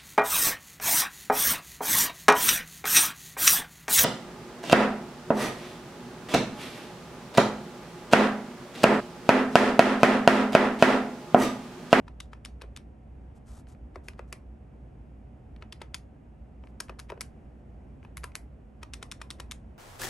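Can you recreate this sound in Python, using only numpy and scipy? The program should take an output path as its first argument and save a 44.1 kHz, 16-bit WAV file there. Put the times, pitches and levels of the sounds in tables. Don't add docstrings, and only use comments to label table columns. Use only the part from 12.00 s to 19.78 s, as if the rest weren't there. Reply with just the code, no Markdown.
import sys
import numpy as np
from scipy import signal
from scipy.fft import rfft, irfft, next_fast_len
from scipy.io import wavfile
from scipy.ndimage import map_coordinates

SR = 44100
rng = np.random.default_rng(int(sys.argv[2]) if len(sys.argv) > 2 else 0)


def file_out(sig):
    cols = np.atleast_2d(sig).T
    lim = np.clip(cols, -1, 1)
    pcm = np.round(lim * 32767).astype(np.int16)
    wavfile.write(sys.argv[1], SR, pcm)


N = 343098
AGE = np.arange(SR // 8) / SR

# frequency in Hz, level in dB, t60 in seconds.
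PLATE_MODES = [(1003, 2.5, 0.047), (1210, 2.5, 0.031), (1453, -5, 0.02), (1950, 2, 0.02),
               (2513, 6.5, 0.022), (3200, -26, 0.013), (4000, -16, 0.014), (4950, -9.5, 0.021),
               (5320, -13, 0.0096), (5920, -10, 0.017), (7500, -18.5, .009)]
# frequency in Hz, level in dB.
SNAP_SPECTRUM = [(200, -42), (700, -17.5), (1000, 3), (1900, 5), (2500, 2.5), (3050, 0.5), (3700, -3),
                 (4300, -2), (5300, -3.5), (7500, -8), (9500, -5.5), (11000, -7), (12400, -22)]
KEY_DOWN = {"3": (-11.5, -9, -3, -23), "4": (-3.5, -10, -13, -9), "6": (-5, -10, -8, -15),
            "7": (-4, 1.5, -26, -4), "8": (-1.5, 1.5, -23.5, -9.5)}
KEY_UP = {"3": (0, 0), "4": (-8.5, -1.5), "6": (0, 2.3), "7": (-10, -0.38), "8": (0.86, 5)}
CAP_MODES = {"3": [(2500, -5), (10500, -13)], "4": [(3500, -7.5), (4750, -10.5)], "6": [(5400, -11.5),
             (10500, -8.5)], "7": [(3720, -7.5), (5600, -14)], "8": [(2200, -7), (11000, -3.5)]}


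def keypad():
    return presses() + releases() + settles() + touches() + brushes()


def presses():
    # time in seconds, level in dB, key.
    strikes = [(0.08, -44.5, "7"), (0.3318, -42.5, "7"), (0.618, -40.5, "7"), (1.9576, -39, "3"),
               (2.1925, -39, "3"), (3.6236, -42.5, "4"), (3.8163, -37, "4"), (4.638, -51, "6"),
               (4.895, -37.5, "6"), (5.1007, -36, "6"), (6.049, -48, "8"), (6.2407, -34, "8"),
               (6.83, -39, "7"), (7.0269, -37, "7"), (7.2153, -37.5, "7"), (7.3997, -36.5, "7")]
    ordinary_db, slide_s, rattle_s = -39.5, .014, .0028
    brightens, rattle_grows = 2.06, 0.9
    out = np.zeros(N)
    for s, db, key in strikes:
        mid_db, top_db, knock_db, rattle_db = KEY_DOWN[key]
        force_db = db - ordinary_db
        add(out, s - slide_s, amp(db - 25.5) * travel(slide_s))
        add(out, s + .0003, amp(db) * clack(mid_db, top_db + brightens * force_db))
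        add(out, s + .001, amp(db + knock_db + 5.5) * knock())
        rattle = snap(db + rattle_db + rattle_grows * force_db, CAP_MODES[key], KEY_UP[key][0], top_db=2)
        add(out, s + rattle_s, rattle)
    return out


def releases():
    # time in seconds, level in dB, bounce delay in seconds, bounce level in dB, key.
    lifts = [(0.2024, -36.5, .0028, -39.5, "7"), (0.4495, -35.5, .0076, -39.5, "7"),
             (0.7636, -39, 0.0084, -42, "7"), (2.0841, -36, .002, -48, "3"),
             (2.3263, -33.5, .0034, -39.5, "3"), (3.724, -39, 0.0037, -41.5, "4"),
             (3.9436, -29.5, 0.0037, -34.5, "4"), (4.8026, -30, 0.0031, -32, "6"),
             (4.9924, -39, 0.0057, -38, "6"), (5.2083, -30, 0.0057, -33.5, "6"),
             (6.1704, -36.5, .0074, -44, "8"), (6.3533, -30.5, 0.0079, -44, "8"),
             (6.9356, -34, 0.0048, -38, "7"), (7.1147, -34, .0056, -35.5, "7"),
             (7.304, -34, .0057, -36.5, "7"), (7.5115, -32, 0.0072, -35, "7")]
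    slide_s, recoil_db = .005, -8.5
    out = np.zeros(N)
    for s, db, bounce_s, bounce_db, key in lifts:
        low_db, top_db = KEY_UP[key]
        knock_db = KEY_DOWN[key][2]
        strike = s + .0004
        add(out, s - slide_s, amp(db - 26) * travel(slide_s))
        add(out, strike, snap(db, CAP_MODES[key], low_db, top_db))
        add(out, strike, amp(db + knock_db + recoil_db) * knock())
        add(out, strike + bounce_s, snap(bounce_db, CAP_MODES[key], low_db=-0.5, top_db=6.5))
    return out


def clack(mid_db, top_db):
    # frequency in Hz, level in dB.
    spectrum = [(150, -33), (450, -2), (750, -7.5), (950, 2), (1300, -2.5), (1600, -4), (2500, -6),
                (4000, -11), (6000, -23), (9000, -24.5), (11000, -20.5), (12400, -36)]
    tilt = [(1400, 0.0033), (3200, mid_db), (7000, top_db)]
    hit = coloured(contact(push_db=-1.5, t60=0.0092, rise_s=0.00024), spectrum, tilt)
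    hit = blow(blow(hit) + amp(-6.0) * ring(PLATE_MODES, scatter_db=1.5, detune=0.044))
    desk_echo = coloured(hit, [(1500, -0.5), (5000, -5.5)], [(300, -6.5), (900, 0)])
    delay_s = .0024 * rng.uniform(0.903, 1.42)
    add(hit, delay_s, amp(-7) * desk_echo)
    return hit


def snap(db, cap_modes, low_db, top_db):
    ordinary_db, brightens = -35.5, 0.59
    tilt = [(1400, low_db), (3200, 0), (7000, top_db + brightens * (db - ordinary_db))]
    crack = coloured(contact(push_db=-10.5, t60=0.012, rise_s=.0001), SNAP_SPECTRUM, tilt)
    cap = sum(amp(level) * blow(fade(AGE, 0.0062) * np.sin(2 * np.pi * hz * AGE))
              for hz, level in cap_modes)
    plate = ring(PLATE_MODES, scatter_db=-1.5, detune=0.058)
    return amp(db - 3.0) * (blow(crack) + cap + amp(low_db - 11.5) * plate)


def knock():
    # frequency in Hz, level in dB, t60 in seconds.
    housing_modes = [(377, -2.5, 0.04), (466, -5.5, 0.033), (557, -8, 0.038), (638, -5, 0.036),
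                     (1040, -18, 0.047), (1140, -15.5, 0.034)]
    swing = ring(housing_modes, scatter_db=-0.3, detune=0.0054) * (1 - np.exp(-AGE / 0.00062))
    return blow(coloured(swing, [(220, -24.0), (350, 8.0)], [(1000, 6.5), (4000, -11.0)]))


def contact(push_db, t60, rise_s):
    chatter = rng.standard_normal(len(AGE)) * fade(AGE, t60) * (1 - np.exp(-AGE / rise_s))
    return amp(push_db) * blow(1.0 * (AGE == 0)) + blow(chatter)


def ring(modes, scatter_db, detune):
    hz, db, t60 = np.transpose(modes)[:, :, None]
    size, shift, sign = rng.standard_normal((3, len(modes), 1))
    swing = np.sign(sign) * np.sin(2 * np.pi * hz * (1 + detune * shift) * AGE)
    return blow(np.sum(amp(db + scatter_db * size) * fade(AGE, t60) * swing, 0))


def travel(seconds):
    n = int(seconds * SR)
    slips = np.repeat(rng.standard_normal(n // 64 + 1), 64)[:n]
    scrape = rng.standard_normal(n) * amp(1.8 * slips + np.linspace(-7, 0, n))
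    return unit(coloured(scrape, SNAP_SPECTRUM, [(1400, 5.0), (7000, -4.0)]))


def settles():
    # time in seconds, level in dB.
    drops = [(0.6301, -51), (.638, -44), (4.923, -55), (5.12, -32), (5.176, -44)]
    out = np.zeros(N)
    for s, db in drops:
        add(out, s, amp(db) * (knock() + amp(-8.5) * clack(mid_db=-9, top_db=-18)))
    return out


def touches():
    # time in seconds, level in dB.
    nudges = [(0.6138, -46), (1.67, -56.5), (1.749, -61), (2.134, -55), (3.5627, -54.5), (4.672, -54.5),
              (4.884, -51), (4.988, -49), (5.0946, -50), (6.029, -54.5), (6.2353, -40.5), (6.3185, -55)]
    # frequency in Hz, level in dB.
    damped_cap = [(2330, -8.5)]
    out = np.zeros(N)
    for s, db in nudges:
        add(out, s, snap(db, damped_cap, low_db=3, top_db=1.5))
    return out


def brushes():
    # start and end in seconds, level in dB.
    strokes = [(1.346, 1.391, -68.5), (1.445, 1.633, -60), (1.668, 1.747, -63.5), (2.028, 2.096, -67),
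               (2.27, 2.321, -74), (4.63, 4.72, -77), (6.033, 6.047, -70)]
    # frequency in Hz, level in dB.
    skin_spectrum = [(200, -2), (600, 10), (1200, 7), (2200, -5), (4500, -4.5), (8000, -1.5), (12000, -4)]
    drag_spectrum = [(25, -19), (55, 3.0), (110, -13), (400, -48.5)]
    swell = np.zeros(N)
    for start, end, db in strokes:
        add(swell, start, amp(db) * signal.windows.tukey(int((end - start) * SR), .5))
    friction = rng.standard_normal(N) * amp(2.0 * wobble(300))
    hiss = unit(filtered(friction, lambda hz: amp(along(skin_spectrum, hz))))
    drag = unit(filtered(rng.standard_normal(N), lambda hz: amp(along(drag_spectrum, hz))))
    return swell * (hiss + amp(8.5) * drag)


def room(x, stretches=26):
    # frequency in Hz, t60 in seconds.
    decay_times = [(200, 0.26), (1000, 0.27), (3000, 0.16), (7000, 0.17), (12000, 0.16)]
    out = np.zeros((2, N))
    for index in np.array_split(np.arange(N), stretches):
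        hz, t, bands = signal.stft(diffuse(SR // 3), SR, nperseg=256)
        tail = signal.istft(bands * fade(t, along(decay_times, hz)[:, None]), SR, nperseg=256)[1]
        tail *= 1 - np.exp(-np.arange(tail.shape[1]) / SR / 0.001)
        tail /= np.linalg.norm(tail[0])
        add(out, index[0] / SR, signal.fftconvolve(x[None, index], tail, axes=1))
    return out


def ventilation():
    # frequency in Hz, level in dB.
    air_spectrum = [(20, -19.5), (35, -20.5), (50, -4), (62, 2.5), (75, -3.5), (100, -10.5), (125, -7.5),
                    (170, -14), (220, -11), (350, -20), (450, -22.5), (720, -25), (1100, -35), (2700, -45),
                    (4000, -58.5), (9000, -61), (12000, -61.5)]
    hum_tones = [(59.3, -53), (220.7, -66.5), (741.5, -76)]
    air = unit(filtered(diffuse(N), lambda hz: amp(along(air_spectrum, hz))))
    t = np.arange(N) / SR
    hum = np.zeros(N)
    for hz, db in hum_tones:
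        peak = amp(db + 1.2 * wobble(2.91)) * np.sqrt(2)
        hum += peak * np.sin(2 * np.pi * hz * t + 0.68 * wobble(1.987))
    return (amp(-48.0 + 0.65 * wobble(3.934)) * air + hum) * amp([[-.5], [.5]])


def diffuse(n):
    # frequency in Hz, left-right correlation.
    likeness = [(60, 1), (125, 0.96), (250, 0.81), (500, 0.34), (1200, 0.059), (3000, 0.68), (8000, 0.71),
                (10000, 0.98)]
    turn = lambda hz: np.arccos(np.clip(along(likeness, hz), -1, 1)) / 2
    shares = lambda hz: np.array([np.cos(turn(hz)), np.sin(turn(hz))])
    mid, side = filtered(rng.standard_normal((2, n)), shares)
    return np.array([mid + side, mid - side])


def amp(db):
    return 10 ** (np.asarray(db) / 20)


def unit(x):
    return x / np.sqrt(np.mean(x ** 2) + 1e-20)


def blow(x):
    return x / np.sqrt(np.sum(x ** 2) / (.003 * SR))


def along(points, hz):
    f, v = np.transpose(points)
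    return np.interp(np.log(hz + 1), np.log(f), v)


def fade(t, t60):
    return np.exp(-np.log(1000) * t / t60)


def add(track, s, sound):
    part = track[..., round(s * SR):][..., :sound.shape[-1]]
    part += sound[..., :part.shape[-1]]


def wobble(rate):
    return map_coordinates(rng.standard_normal(int(N * rate / SR) + 4), [np.arange(N) * rate / SR])


def filtered(x, response):
    n = x.shape[-1]
    m = next_fast_len(n + SR // 10)
    return irfft(rfft(x, m) * response(np.fft.rfftfreq(m, 1 / SR)), m)[..., :n]


def coloured(x, spectrum, tilt, size=8192):
    hz = np.fft.rfftfreq(size, 1 / SR)
    cepstrum = irfft(np.log(amp(along(spectrum, hz) + along(tilt, hz))))
    cepstrum[1:size // 2] *= 2
    cepstrum[size // 2 + 1:] = 0
    return irfft(rfft(x, size) * np.exp(rfft(cepstrum)))[:len(x)]


def scene():
    # frequency in Hz, left over right in dB.
    balance = [(400, 0), (900, 3.5), (1350, 8), (1850, 0.5), (2900, 3.5), (5000, 4), (7000, 3.5),
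               (9000, 0.5)]
    direct = filtered(keypad(), lambda hz: amp(np.outer([.5, -.5], along(balance, hz))))
    reflections = room(keypad()) + room(keypad())
    return direct + amp(-14.0) * reflections + ventilation()


def record(dry):
    # frequency in Hz, gain in dB.
    port_gain = [(8800, 0), (9700, 3), (10700, 3), (11300, -0.5), (11800, -10), (12600, -14)]
    # frequency in Hz, lead of the left port in radians.
    port_phase = [(300, 0), (1800, 0), (2700, .7), (5000, .6), (6700, 0), (7800, .6), (8600, 0),
                  (9600, -2.3), (10300, -3.2), (11000, -4.6), (11800, -6.3)]
    top_hz = 12700
    skew = lambda hz: np.exp(1j * np.outer([.5, -.5], along(port_phase, hz)))
    return filtered(dry, lambda hz: amp(along(port_gain, hz)) * skew(hz) / (1 + (hz / top_hz) ** 80))


dry = scene()
out = record(dry)
file_out(out)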